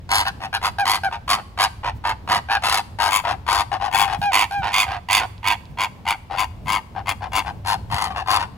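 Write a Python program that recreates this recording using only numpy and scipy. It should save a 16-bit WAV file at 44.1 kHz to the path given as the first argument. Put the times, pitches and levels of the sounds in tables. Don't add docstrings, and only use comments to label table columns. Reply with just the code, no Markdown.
import sys
import numpy as np
from scipy import signal
from scipy.fft import rfft, irfft, next_fast_len
from scipy.io import wavfile
from scipy.ndimage import map_coordinates

SR = 44100
rng = np.random.default_rng(int(sys.argv[2]) if len(sys.argv) > 2 else 0)


def master_out(mix):
    frames = np.transpose(np.atleast_2d(mix))
    ceiling = np.clip(frames, -1, 1)
    pcm = np.round(ceiling * 32767).astype(np.int16)
    wavfile.write(sys.argv[1], SR, pcm)


N = 377937


def amp(db):
    return 10 ** (np.asarray(db) / 20)


def unit(x):
    return x / np.sqrt(np.mean(x ** 2) + 1e-20)


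def along(points, hz):
    freqs, values = np.transpose(points)
    return np.interp(np.log(hz + 1), np.log(freqs + 1), values)


def curves(rows, t):
    times, *columns = np.transpose(rows)
    return [np.interp(t, times, column) for column in columns]


def wobble(rate, n):
    return map_coordinates(rng.standard_normal(int(n * rate / SR) + 4), [np.arange(n) * rate / SR])


def filtered(x, response):
    n = x.shape[-1]
    size = 2 * next_fast_len(n // 2 + 1024)
    return irfft(rfft(x, size) * response(np.fft.rfftfreq(size, 1 / SR)), size)[..., :n]


def causal(gain):
    cepstrum = irfft(np.log(np.maximum(gain, 1e-6)))
    half = len(cepstrum) // 2
    cepstrum[1:half] *= 2
    cepstrum[half + 1:] = 0
    return np.exp(rfft(cepstrum))


def add(track, start, sound):
    i = max(0, round(start * SR))
    part = sound[..., :max(0, N - i)]
    track[..., i:i + part.shape[-1]] += part


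def noise(spectrum, side_db):
    mid, side = filtered(rng.standard_normal((2, N)), lambda hz: amp(along(spectrum, hz)))
    return unit(np.array([mid + amp(side_db) * side, mid - amp(side_db) * side]))


def microphone_pair(x, left_db, right_lead_ms):
    def ports(hz):
        treble = np.clip((hz - 4600) / 1600, 0, 1)
        lag_cycles = (1 - treble) * hz * right_lead_ms / 1000 + treble * (hz - 6300) / 4650
        left = amp((1 - treble) * left_db / 2) * np.exp(-1j * np.pi * lag_cycles)
        pair = np.array([left, 1 / left])
        return pair / np.sqrt(np.mean(abs(pair) ** 2, axis=0))
    return filtered(np.pad(x, (0, 256)), ports)


# (time [s], rumble level [dB], relative murmur level [dB])
AMBIENCE_LEVELS = [(0, -39.5, -44.5), (.7, -38.5, -43), (1.35, -43.5, -45.5), (1.95, -34, -44.5),
                   (2.3, -41, -42.5), (2.85, -41, -47), (3.5, -37, -45.5), (4.1, -36, -41.5),
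                   (4.4, -47, -48), (4.75, -41, -47.5), (5.25, -37, -46.5), (5.6, -44, -45),
                   (6.2, -42.5, -45), (6.6, -36, -43.5), (6.87, -39.5, -44.5), (7.1, -36, -43),
                   (7.9, -35, -42), (8.57, -40.5, -41.5)]
# (frequency [Hz], relative density [dB])
RUMBLE_SPECTRUM = [(20, -15), (32, -27), (48, -2.5), (68, 0.5), (100, 0.5), (135, -11.5), (250, -113)]
MURMUR_SPECTRUM = [(60, -36), (110, -1.5), (190, -1), (300, -10), (450, -14.5), (800, -16), (2000, -47)]
HISS_SPECTRUM = [(100, -42), (400, -10), (1000, -6.5), (2500, -9), (5000, -16.5), (10000, -32),
                 (13000, -29), (16000, -62)]
# (time [s], relative level [dB])
WIND_PUFFS = [(.699, -26), (1.954, -26), (4.185, -19.5), (4.229, -27), (4.579, -22), (4.639, -25),
              (5.699, -30.5), (6.65, -25.5), (7.149, -34), (7.885, -28), (7.928, -21.5)]


def outdoors(murmur_trim_db=-1, hiss_db=-58, puff_trim_db=-8, puff_s=0.014):
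    t = np.arange(N) / SR
    rumble_db, murmur_db = curves(AMBIENCE_LEVELS, t)
    rumble = amp(rumble_db + 1.5 * wobble(8, N)) * noise(RUMBLE_SPECTRUM, side_db=-21.5)
    murmur_gain = amp(murmur_db + murmur_trim_db + 2.5 * wobble(9, N))
    murmur = murmur_gain * noise(MURMUR_SPECTRUM, side_db=-7.5)
    puffs = sum(amp(db + puff_trim_db) * np.exp(-.5 * np.minimum(((t - start) / puff_s - 1) ** 2, 100))
                for start, db in WIND_PUFFS)
    buffet = noise([(30, -22), (80, 0), (150, -3), (300, -20), (700, -50)], side_db=-8)
    hiss = amp(hiss_db) * noise(HISS_SPECTRUM, side_db=-1.5)
    return rumble + murmur + puffs * buffet + hiss


# (frequency [Hz], time to fall 60 dB [s])
ENCLOSURE_DECAY = [(200, 0.29), (1000, 0.68), (2500, 0.52), (6000, 0.51), (14000, 0.49)]


def enclosure(x, early_db=-8.5, tail_db=-22, early_t60=0.064, bank_hz=7000):
    hz, t, spectra = signal.stft(rng.standard_normal((2, SR // 2)), SR, nperseg=256)
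    decay = amp(-60 * t / along(ENCLOSURE_DECAY, hz)[:, None])
    _, tail = signal.istft(spectra * decay, SR, nperseg=256)
    t = np.arange(tail.shape[1]) / SR
    tail *= np.clip(t / 0.026, 0, 1)
    early = rng.standard_normal(tail.shape) * amp(-60 * t / early_t60) * (t > .003)
    early = filtered(early / np.linalg.norm(early[0]), lambda hz: 1 / np.sqrt(1 + (hz / bank_hz) ** 2))
    echoes = amp(early_db) * early + amp(tail_db) * tail / np.linalg.norm(tail[0])
    return signal.fftconvolve(x, echoes, axes=1)[:, :N]


def far_flock(level_db=-48, spread_db=4, count=36):
    out = np.zeros((2, N))
    for k, (when, length, pitch, loud, side) in enumerate(rng.uniform(-0.79, 1, (count, 5))):
        start = (k + .5 + when / 2) * N / SR / count
        grunt = rough_call(0.081 + 0.046 * length, GRUNTING, rise=0.16, fall=0.015, bright_db=-4,
                           rasp_db=-6, flutter_hz=105 + 12 * pitch, pitch_hz=900 + 130 * pitch)
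        add(out, start, microphone_pair(amp(level_db + spread_db * loud) * grunt, 4 * side, 0.31 * side))
    return out


# (time [s], peak level [dB])
FAINT_TICKS = [(5.38, -34.5), (5.655, -36)]


def ticks(centre_hz=4300, width_hz=900, t60=0.0055):
    out = np.zeros((2, N))
    t = np.arange(SR // 20) / SR
    for start, db in FAINT_TICKS:
        burst = rng.standard_normal(len(t)) * amp(-60 * t / t60)
        tick = filtered(burst, lambda hz: 1 / (1 + ((hz - centre_hz) / width_hz) ** 2))
        add(out, start, microphone_pair(amp(db) * tick / abs(tick).max(), 0, 0))
    return out


def crack(source, opening, scatter_db=3.5, swell_db=5.5):
    smooth = filtered(source, lambda hz: 1 / (1 + (hz / 4500) ** 4))
    sharp = source - smooth
    gape = np.sin(np.pi * np.linspace(0, 1, len(source)) ** 0.98)
    edge_db = swell_db * gape + scatter_db * wobble(106, len(source))
    return smooth + np.std(sharp) * unit(sharp * opening ** 0.99 * amp(edge_db))


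BARKING, BRAYING, GRUNTING, HONKING = range(4)
SNAP_JITTER = [.13, .09, .14, .05]
BURST_WIDTH = [0.0024, 0.0022, 0.0025, 0.0021]
BEAT_SLIP = [.0005, .0001, .0008, .0001]


def syrinx(t, flutter_hz, pitch_hz, voice, air=0.47, leak=.1, arch=.08, sag=.07, hitch_s=.0028):
    width, length = BURST_WIDTH[voice], t[-1]
    beats = np.arange(width, length, 1 / flutter_hz)
    delays = hitch_s + BEAT_SLIP[voice] * rng.standard_normal(len(beats))
    beats += (beats > width) * delays
    tension = 1 + arch * (np.sin(np.pi * beats / length) - np.pi / 4) - sag * (beats / length - .5)
    offsets = np.arange(-5, 6) / (pitch_hz * tension[:, None])
    times = beats[:, None] + offsets + SNAP_JITTER[voice] / pitch_hz * rng.standard_normal(offsets.shape)
    snap_db = 2.5 * rng.standard_normal(offsets.shape)
    burst_db = -1.32 * rng.standard_normal((len(beats), 1))
    inside = (times > 0) & (times < length)
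    sizes = np.exp(-.5 * (offsets / width) ** 2) * amp(snap_db + burst_db) * inside
    samples = np.clip(times * SR, 0, len(t) - 1).astype(int)
    snaps = np.bincount(samples.ravel(), sizes.ravel(), len(t))
    opening = leak + np.exp(-.5 * ((t[:, None] - beats) / width) ** 2).sum(1)
    breath = air * unit(opening * rng.standard_normal(len(t)))
    return crack(breath - unit(snaps), opening)


def neck_stretch(sound, length):
    t = np.arange(len(sound)) / SR
    speed = 1 - .016 * np.cos(2 * np.pi * np.minimum(t / length, 1))
    return map_coordinates(sound, [np.cumsum(speed) - speed[0]], order=5)


# (centre [Hz], width [Hz], relative level [dB])
BARK_THROAT = [(311, 20, -6.5), (757, 155, 2), (1080, 255, 0), (1576, 175, -5.5), (2024, 260, -7.5),
               (2910, 700, -8.5), (4430, 650, -9), (5420, 430, -30), (6850, 1500, -22), (9330, 2800, -19),
               (14600, 970, -37)]
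BRAY_THROAT = [(303, 35, -4), (785, 113, 3.5), (1050, 313, 0.2), (1590, 32, -3), (2212, 166, -0.5),
               (2540, 470, -4.5), (3345, 173, -4.5), (4540, 356, -10.5), (6920, 1400, -19),
               (9420, 1140, -19.5), (13300, 2500, -25)]
GRUNT_THROAT = [(307, 16, -8), (738, 159, 2.5), (1034, 200, -2), (1520, 200, -8.5), (1830, 180, -10.5),
                (2600, 780, -12.5), (4320, 990, -22.5), (7300, 2200, -40.5), (9100, 2100, -37.5)]
NASAL_THROAT = [(293, 29, -22), (760, 200, -7), (1070, 140, -3.5), (1510, 210, -3.5), (2500, 170, -23),
                (2730, 520, -11.5), (4280, 950, -12.5), (6200, 260, -28), (10200, 2200, -22)]


def throat_response(hz, voice, bright_db, rasp_db):
    resonances = [BARK_THROAT, BRAY_THROAT, GRUNT_THROAT, NASAL_THROAT][voice]
    power = sum(amp(db) ** 2 / (1 + ((hz - centre) / width) ** 2) ** 2
                for centre, width, db in resonances)
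    beak = amp(along([(1100, 0), (2300, bright_db), (9000, rasp_db)], hz))
    valley = 1 - .5 * np.exp(-((hz - 540) / 120) ** 2)
    low_cut = hz ** 2 / (hz ** 2 + 170 ** 2)
    bounce_s = rng.uniform(.0008, .0035, (3, 1))
    comb = 1 + .3 * hz / (hz + 700) * np.exp(-2j * np.pi * hz * bounce_s).sum(0)
    return causal(np.sqrt(power) * beak * valley * low_cut) * comb


def rough_call(length, voice, rise, fall, flutter_hz, pitch_hz, bright_db, rasp_db):
    t = np.arange(int(max(length, .03) * SR)) / SR
    building = np.clip(1 - t / max(rise, 1e-3), 0, 1) ** 1.56
    fading = np.clip(1 - (t[-1] - t) / max(fall, 1e-3), 0, 1) ** 2.01
    effort_db = -(7 + 150 * rise) * building - 16 * fading
    treble_db = -5 * building - 14 * fading
    source = syrinx(t, flutter_hz, pitch_hz, voice)
    soft = filtered(source, lambda hz: 1 / (1 + (hz / 1800) ** 2))
    driven = amp(effort_db) * (soft + amp(treble_db) * (source - soft))
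    size = 2 * next_fast_len(len(t) // 2 + 512)
    throat = throat_response(np.fft.rfftfreq(size, 1 / SR), voice, bright_db, rasp_db)
    full_effort, sound = irfft(rfft([source, driven], size) * throat, size)
    return neck_stretch(sound, t[-1]) / np.std(full_effort[:len(t)])


def honk_shape(progress, crest=0.37, scoop=0.0287, droop=0.129, swell_db=2.5, fade_db=11):
    before = np.clip(1 - progress / crest, 0, 1)
    after = np.clip((progress - crest) / (1 - crest), 0, 1)
    return 1 - scoop * before ** 2 - droop * after ** 3, -swell_db * before - fade_db * after ** 2


# (start [s], end [s], top pitch [Hz], level [dB], second harmonic relative to the fundamental [dB])
CLEAR_HONKS = [(0.784, 0.847, 815, -17.5, -5.5), (1.034, 1.09, 792, -19, -2.5),
               (4.215, 4.319, 819, -18.5, -13), (4.509, 4.632, 809, -24, -9)]


def clear_honks(flutter_hz=104, settle_s=0.06, edge_s=0.0015, hoarse=.33, shimmer_db=0.7, waver=0.0073):
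    out = np.zeros((2, N))
    for start, end, top_hz, level_db, second_db in CLEAR_HONKS:
        length = end - start
        t = np.arange(int(length * SR)) / SR
        ratio, effort_db = honk_shape(t / length)
        pitch_hz = top_hz * ratio
        phase = 2 * np.pi * np.cumsum(pitch_hz * (1 + waver * wobble(192, len(t)))) / SR
        upper_db = [-13 + 1.2 * effort_db - 10 * k ** 0.59 for k in range(10)]
        harmonics_db = [effort_db, second_db + 0.98 * effort_db] + upper_db
        tone = sum(np.sqrt(2) * amp(db) * np.sin(k * phase) for k, db in enumerate(harmonics_db, 1))
        rough = np.clip(1.05 * (1 - t / settle_s), 0, 1)
        flutter = 1 - rough * np.sin(np.pi * flutter_hz * (t - .003)) ** 2
        rasp = rough_call(length, HONKING, rise=edge_s, fall=length, flutter_hz=flutter_hz,
                          pitch_hz=pitch_hz[0], bright_db=3.8, rasp_db=1.9)[:len(t)]
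        shimmer = amp(shimmer_db * wobble(292, len(t)))
        honk = tone * flutter * shimmer + amp(effort_db - 9) * (rough + hoarse) * rasp
        gate = np.clip(t / edge_s, 0, 1) * np.clip((length - t) / edge_s, 0, 1)
        add(out, start, microphone_pair(amp(level_db) * honk * gate, left_db=-0.82, right_lead_ms=-0.08))
    return out


# (time [s], left over right [dB])
CALL_BEARING = [(0, 1.5), (2.5, 0.5), (3.02, 5.5), (4.15, 7), (4.37, -2.5), (5.5, -3.5), (5.82, 0),
                (6.12, 2), (6.33, 6), (8.57, 6)]
# (time [s], right lead [ms])
LEAD_DRIFT = [(0, -0.19), (.7, -0.083), (3.1, -0.085), (7.1, 0.0012), (7.7, 0.12)]
# (flutter [Hz], fall [s], base brightness [dB])
VOICE_MANNERS = [(101.55, 0.041, 1.8), (101, 0.043, 0.9), (103.1, 0.04, 0.5), (113.4, 0.025, 3.5)]
# (start [s], end [s], rise [s], pitch [Hz], level [dB], rasp [dB])
NEAR_BARKS = [(.091, .242, 0.035, 1024, -17, 2), (.614, .706, 0.036, 993, -19.5, -2.5),
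              (.853, .992, 0.0045, 987, -18.5, 3), (1.278, 1.374, 0.037, 1080, -15, 2),
              (1.575, 1.683, 0.03, 968, -16.5, -1), (2.039, 2.142, 0.012, 906, -20.5, -12),
              (2.275, 2.402, 0.033, 948, -17.5, -7.5), (2.622, 2.82, 0.024, 1013, -19, 1.5),
              (2.987, 3.118, 0.014, 925, -17.5, -3.5), (3.465, 3.643, 0.025, 976, -18, -4),
              (7.648, 7.765, 0.038, 935, -19, -2.5), (7.9, 8.097, 0.03, 912, -22.5, -3.5),
              (8.26, 8.4, 0.049, 1026, -16.5, -3.5)]
NEAR_BRAYS = [(3.107, 3.215, 0.0072, 1045, -17, 6), (3.913, 4.078, 0.034, 914, -16.5, 1.5),
              (4.319, 4.465, 0.023, 997, -15.5, 3.5), (4.718, 4.865, 0.026, 1050, -17, 6),
              (5.086, 5.226, 0.024, 1024, -16, 7.5), (5.43, 5.561, 0.051, 965, -17.5, 1),
              (5.773, 5.876, 0.036, 1022, -19.5, -2.5), (6.053, 6.156, 0.036, 950, -19, -1.5),
              (6.36, 6.462, 0.026, 1001, -19.5, 0), (6.658, 6.8, 0.05, 1018, -19, -.5),
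              (7.058, 7.137, 0.042, 1040, -18.5, .5), (7.319, 7.428, 0.042, 990, -18.5, 0)]
NEAR_GRUNTS = [(.403, 0.483, 0.025, 875, -27, 7.5), (1.111, 1.185, 0.011, 910, -26.5, 1.5),
               (1.373, 1.42, 0.0064, 844, -28.5, -4), (1.833, 1.922, 0.0096, 917, -23.5, 0),
               (3.238, 3.354, 0.013, 910, -21, 2), (3.716, 3.781, 0.0023, 793, -21, 1.5),
               (3.798, 3.909, 0.013, 827, -23, 2.5), (4.065, 4.179, 0.008, 846, -23.5, 3.5),
               (4.619, 4.732, .019, 897, -23, 1), (4.865, 4.994, 0.0059, 799, -27, -1),
               (5.201, 5.265, 0.0015, 827, -22.5, -3), (6.298, 6.38, 0.018, 823, -27, -4),
               (6.949, 7.029, .02, 795, -28.5, -11), (7.207, 7.289, 0.023, 845, -28, -3),
               (7.447, 7.524, .019, 845, -26.5, -0.5), (8.089, 8.154, 0.01, 1170, -30.5, -2),
               (8.147, 8.241, 0.018, 888, -25, 2), (8.382, 8.465, 0.0035, 948, -24.5, 6)]
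NEAR_NASAL_HONKS = [(0.252, 0.308, 0.0059, 877, -22, -8), (0.528, 0.585, 0.0071, 824, -20.5, -7),
                    (2.486, 2.589, 0.025, 860, -18, -14.5)]


def near_birds(bright_per_rasp=0.31, dull_per_left=0.57):
    out = np.zeros((2, N))
    for voice, calls in enumerate([NEAR_BARKS, NEAR_BRAYS, NEAR_GRUNTS, NEAR_NASAL_HONKS]):
        flutter_hz, fall, base_bright_db = VOICE_MANNERS[voice]
        for start, end, rise, pitch_hz, level_db, rasp_db in calls:
            left_db, = curves(CALL_BEARING, (start + end) / 2)
            right_lead_ms, = curves(LEAD_DRIFT, start)
            bright_db = base_bright_db + bright_per_rasp * rasp_db - dull_per_left * left_db
            call = rough_call(end - start, voice, rise, fall, flutter_hz, pitch_hz, bright_db, rasp_db)
            add(out, start, microphone_pair(amp(level_db) * call, left_db, right_lead_ms))
    return out


def scene():
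    birds = near_birds() + clear_honks() + far_flock() + ticks()
    return birds + enclosure(birds) + outdoors()


def record(dry, ceiling=.9, top_hz=16000):
    rounded = dry / (1 + (dry / ceiling) ** 4) ** .25
    return filtered(rounded, lambda hz: 1 / (1 + (hz / top_hz) ** 120))


dry = scene()
out = record(dry)
master_out(out)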